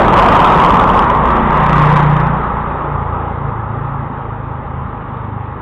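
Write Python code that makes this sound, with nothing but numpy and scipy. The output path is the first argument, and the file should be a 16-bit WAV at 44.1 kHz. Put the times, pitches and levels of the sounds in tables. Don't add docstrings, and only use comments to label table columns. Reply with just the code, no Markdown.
import sys
import numpy as np
from scipy import signal
from scipy.fft import rfft, irfft, next_fast_len
from scipy.io import wavfile
from scipy.ndimage import uniform_filter1d, map_coordinates

SR = 44100
rng = np.random.default_rng(int(sys.argv[2]) if len(sys.argv) > 2 else 0)


def master_out(mix):
    frames = np.transpose(np.atleast_2d(mix))
    ceiling = np.clip(frames, -1, 1)
    pcm = np.round(ceiling * 32767).astype(np.int16)
    wavfile.write(sys.argv[1], SR, pcm)


def voltage_ratio(decibels):
    exponent = np.asarray(decibels, float) / 20
    return 10 ** exponent


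N = 247401


def unit(x):
    return x / np.sqrt(np.mean(x ** 2) + 1e-20)


def curves(rows):
    s, *cols = np.transpose(rows)
    return [np.interp(np.arange(N) / SR, s, c) for c in cols]


def wobble(rate_hz):
    coarse = np.arange(0, N + 64, 64)
    knots = rng.standard_normal(int(N * rate_hz / SR) + 4)
    return np.interp(np.arange(N), coarse, map_coordinates(knots, [coarse * rate_hz / SR]))


def rush(spectrum, patchy_db):
    z = signal.stft(rng.standard_normal(N), nperseg=512)[2]
    field = uniform_filter1d(rng.standard_normal(z.shape), size=2, axis=0)
    field = uniform_filter1d(field, size=14, axis=1)
    noise = signal.istft(z * voltage_ratio(patchy_db * unit(field)), nperseg=512)[1][:N]
    m = next_fast_len(N + 8192)
    f, db = np.transpose(spectrum)
    gain = voltage_ratio(np.interp(np.log(np.fft.rfftfreq(m, 1 / SR) + 1), np.log(f + 1), db))
    return unit(irfft(rfft(noise, m) * gain, m)[:N])


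def passing(layer, shade):
    # closest at t/s, kerb distance over speed/s, screened from t/s, screening/dB
    vehicle_passes = [
        (-.23, 1.6, .7, -0.1),
        (.36, 0.71, .7, -1),
        (1.74, 0.53, 2.24, -1.7),
    ]
    screening_s = 0.044
    *near_db, steep, far_db = layer
    t = np.arange(N) / SR
    power = voltage_ratio(2 * far_db)
    for db, (s, w, screen_s, screen_db) in zip(near_db, vehicle_passes):
        screened = .5 + .5 * np.tanh((t - screen_s) / screening_s)
        nearness = (1 + ((t - s) / w) ** 2) ** -steep
        power = power + voltage_ratio(2 * (db + shade * screen_db * screened)) * nearness
    return 10 * np.log10(power)


def tyres(crank_rad):
    # f/Hz, density/dB per Hz
    rumble_spectrum = [(5, -23), (20, -14), (35, -4), (90, -4.5), (170, -1), (250, -3.5), (330, -16.5),
                       (500, -64.5)]
    body_spectrum = [(150, -46), (250, -8), (330, 1), (500, 2), (650, -2), (800, -12), (1000, -57)]
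    tread_spectrum = [(500, -55.5), (720, -11), (850, -2), (1000, 0), (1180, -1.5), (1350, -8),
                      (1700, -26.5), (2200, -58.5)]
    distant_spectrum = [(600, -50.5), (750, -7), (810, 0), (1050, -2), (1280, -2), (1380, -8.5),
                        (1700, -23), (2200, -60)]
    hiss_spectrum = [(1100, -38.5), (1500, 5.5), (1900, 4.5), (2300, -4.5), (3100, -12.5), (3600, -15.5),
                     (3800, -17.5), (4000, -27)]
    close_spectrum = [(420, -41.5), (540, -3), (640, -2.5), (760, -0.5), (900, -29.5), (1100, -58.5)]
    sizzle_spectrum = [(1700, -40), (2200, -2.5), (2700, 4), (3300, -5), (3750, -9), (4000, -21),
                       (4500, -61)]
    # closest point of each of 3 passes/dB, distance steepness, far traffic/dB
    rumble_pass = (-21, -17, -31.5, 1.5, -32.5)
    body_pass = (-15.5, -30, -23.5, 2, -39)
    tread_pass = (-41, -8.5, -14.5, 1.2223, -46.5)
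    hiss_pass = (-27.5, -27.5, -23.5, 2.06, -43.5)
    sizzle_pass = (-35, -34, -42.5, 4, -61.5)
    # t/s, width/s, level/dB
    asphalt_patches = [
        (.52, .07, 0.6),
        (.92, .06, 0.7),
        (1.15, 0.13, 0.46),
        (1.42, .07, 0.1),
        (1.68, 0.028, -1.5),
        (1.87, 0.046, 1),
        (2.8, 0.073, 0.9),
        (3.22, 0.072, 1.3),
        (4.5, .08, -1.1),
    ]
    t = np.arange(N) / SR
    puff = np.cos(crank_rad - .8) * np.clip(t - 1.2, 0, 1)
    grit_db = .3 * wobble(9)
    for s, w, db in asphalt_patches:
        grit_db = grit_db + db * np.exp(-.5 * ((t - s) / w) ** 2)

    rumble = voltage_ratio(passing(rumble_pass, shade=.2) + 0.5) * rush(rumble_spectrum, patchy_db=1.1)
    body_db = passing(body_pass, shade=.4) + grit_db + 0.56 * puff
    body = voltage_ratio(body_db) * rush(body_spectrum, patchy_db=0.5)

    away_rad = np.pi / 2 * np.clip((t - 1.9) / .7, 0, 1)
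    band = np.cos(away_rad) * voltage_ratio(0.82) * rush(tread_spectrum, patchy_db=1.37)
    band = band + np.sin(away_rad) * rush(distant_spectrum, patchy_db=0.86)
    tread = voltage_ratio(passing(tread_pass, shade=1.2) + grit_db + 0.56 * puff) * band

    hiss_db = passing(hiss_pass, shade=1.4) + grit_db + .7 * puff
    hiss = voltage_ratio(hiss_db) * rush(hiss_spectrum, patchy_db=1.24)
    close = voltage_ratio(-12 - 10 * t + grit_db) * rush(close_spectrum, patchy_db=3.0)
    sizzle_db = passing(sizzle_pass, shade=3.3) + grit_db
    sizzle = voltage_ratio(sizzle_db) * rush(sizzle_spectrum, patchy_db=2.4)
    return rumble + body + tread + hiss + close + sizzle


def car_engine():
    # t/s, firing f/Hz, level/dB
    car_firing = [
        (0, 46.77, -22),
        (.2, 46.38, -18.5),
        (.45, 46.06, -23),
        (.7, 46.37, -20.5),
        (1, 44.77, -30.5),
        (1.3, 43.16, -37.5),
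        (1.6, 42.05, -27.5),
        (1.85, 40.1, -52),
        (2.4, 36.95, -40),
    ]
    hz, db = curves(car_firing)
    leave = np.clip((2.9 - np.arange(N) / SR) / 0.38, 0, 1)
    phase_rad = 2 * np.pi * np.cumsum(hz * (1 + .01 * wobble(8))) / SR
    fourth = voltage_ratio(-8.5 + 1.7 * wobble(6)) * np.sin(4 * phase_rad)
    return leave * voltage_ratio(db) * np.sqrt(2) * (np.sin(phase_rad) + fourth)


def motorcycle():
    # t/s, firing f/Hz
    bike_firing = [(.5, 29.03), (1.2, 29.35), (1.45, 30.08), (2.3, 29.4), (2.78, 29.4), (3.08, 27.63),
                   (3.27, 28.45), (3.5, 27.55), (3.85, 27.66), (4.1, 27.12), (4.4, 26.77), (4.62, 26.33),
                   (4.85, 26.11), (5.3, 25.07), (5.6, 25.83)]
    # order, t/s, width/s, level/dB
    echo_swells = [(1, 1.7, 0.62, -28), (2, 1.3, .4, -24), (2, 2.03, .6, -24), (3, 3.15, 0.27, -30),
                   (3, 4.7, 0.089, -34), (4, 1.97, .25, -19), (4, 3, 0.11, -31.5), (4, 3.68, .17, -30.5),
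                   (4, 4.38, 0.14, -33.5), (4, 5.25, .17, -36), (5, .58, 0.13, -24.5), (5, 1.1, 0.088, -25),
                   (5, 1.946, 0.28, -11.5), (5, 2.85, .18, -25), (5, 3.45, 0.072, -30.5),
                   (5, 3.89, 0.14, -25.5), (5, 4.28, .15, -36), (5, 5.05, 0.34, -31.5), (6, .67, .1, -22),
                   (6, 1, 0.098, -24.5), (6, 1.68, 0.12, -21.5), (6, 2.13, .22, -19.5),
                   (7, 1.5, 0.22, -22.5), (7, 2.45, 0.14, -29.5), (8, 1.05, 0.13, -26.5),
                   (8, 1.42, 0.15, -23.5), (8, 5.05, 0.44, -45), (10, 1.8, 0.18, -28), (12, 1.3, 0.16, -31)]
    # order, level on turning/dB, loss/(dB/s)
    tailpipe_orders = [(2, -27.5, 4), (3, -31.5, 1.5), (4, -29, 1.5), (5, -35, 0.1), (6, -42, 1)]
    turn_s, turning_s = 2.63, 0.36
    swell_edge = 2.35
    slip_rad, misfire_db = .11, 0.64

    hz, = curves(bike_firing)
    t = np.arange(N) / SR
    crank_rad = 2 * np.pi * np.cumsum(hz * (1 + 0.0016 * wobble(12))) / SR + 1.516
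    far = .6 + .2 * t

    def order(k):
        phase_rad = k * crank_rad - 2.4 - .02 * k * k + slip_rad * far * wobble(14)
        return np.sqrt(2) * np.cos(phase_rad) * voltage_ratio(1.3 * far * wobble(11))

    facing = .5 + .5 * np.tanh((t - turn_s) / turning_s)
    size = np.zeros((13, N))
    for k, db, loss_db in tailpipe_orders:
        size[round(k)] += facing * voltage_ratio(db - loss_db * (t - turn_s))
    for k, s, w, db in echo_swells:
        size[round(k)] += voltage_ratio(db) * np.exp(-.5 * np.abs((t - s) / w) ** swell_edge)
    pulses = sum(row * order(k) for k, row in enumerate(size) if row.any())
    return pulses * voltage_ratio(misfire_db * far * wobble(22) + .6 * far * wobble(4.6)), crank_rad


def narrow_channel(x):
    # from f/Hz, to f/Hz, share of blocks
    starved_bands = [(3130, 3210, .08), (3280, 3360, .06), (3700, 3850, .12), (3850, 4100, .5)]
    # f/Hz, gain/dB
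    smoothing_filter = [(3500, 0), (3800, -1), (4000, -4), (4250, -12.5), (4450, -33), (4600, -52.5),
                        (4700, -110)]
    fold_hz = 4000
    hz, _, z = signal.stft(x, SR, nperseg=2048)
    luck = rng.random((len(starved_bands), z.shape[1]))
    luck = np.repeat(luck, 2, axis=1)[:, :z.shape[1]]
    for (lo, hi, share), u in zip(starved_bands, luck):
        z = z * (1 - np.outer((hz > lo) & (hz <= hi), u < share))
    starved = signal.istft(z, SR, nperseg=2048)[1][:N]

    m = next_fast_len(N + SR // 2)
    spectrum = rfft(np.pad(starved, (0, m - N), 'reflect'))
    fold = round(fold_hz * m / SR)
    image = np.conj(spectrum[fold:0:-1])
    mirrored = np.concatenate([spectrum[:fold], image, np.zeros(len(spectrum) - 2 * fold)])
    f, db = np.transpose(smoothing_filter)
    return irfft(mirrored * voltage_ratio(np.interp(np.fft.rfftfreq(m, 1 / SR), f, db)), m)[:N]


def ceiling(x, top, knee):
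    return x / (1 + np.abs(x / top) ** knee) ** (1 / knee)


def scene():
    bike, crank_rad = motorcycle()
    return (tyres(crank_rad) + car_engine() + bike)[None]


def top_cut(x):
    return signal.sosfilt(signal.butter(12, 15870, fs=SR, output="sos"), x)


def record(dry):
    saturated = ceiling(dry[0], top=0.76, knee=8.4)
    narrow = narrow_channel(saturated)[None]
    return top_cut(ceiling(narrow, top=0.68, knee=64))


dry = scene()
out = record(dry)
master_out(out)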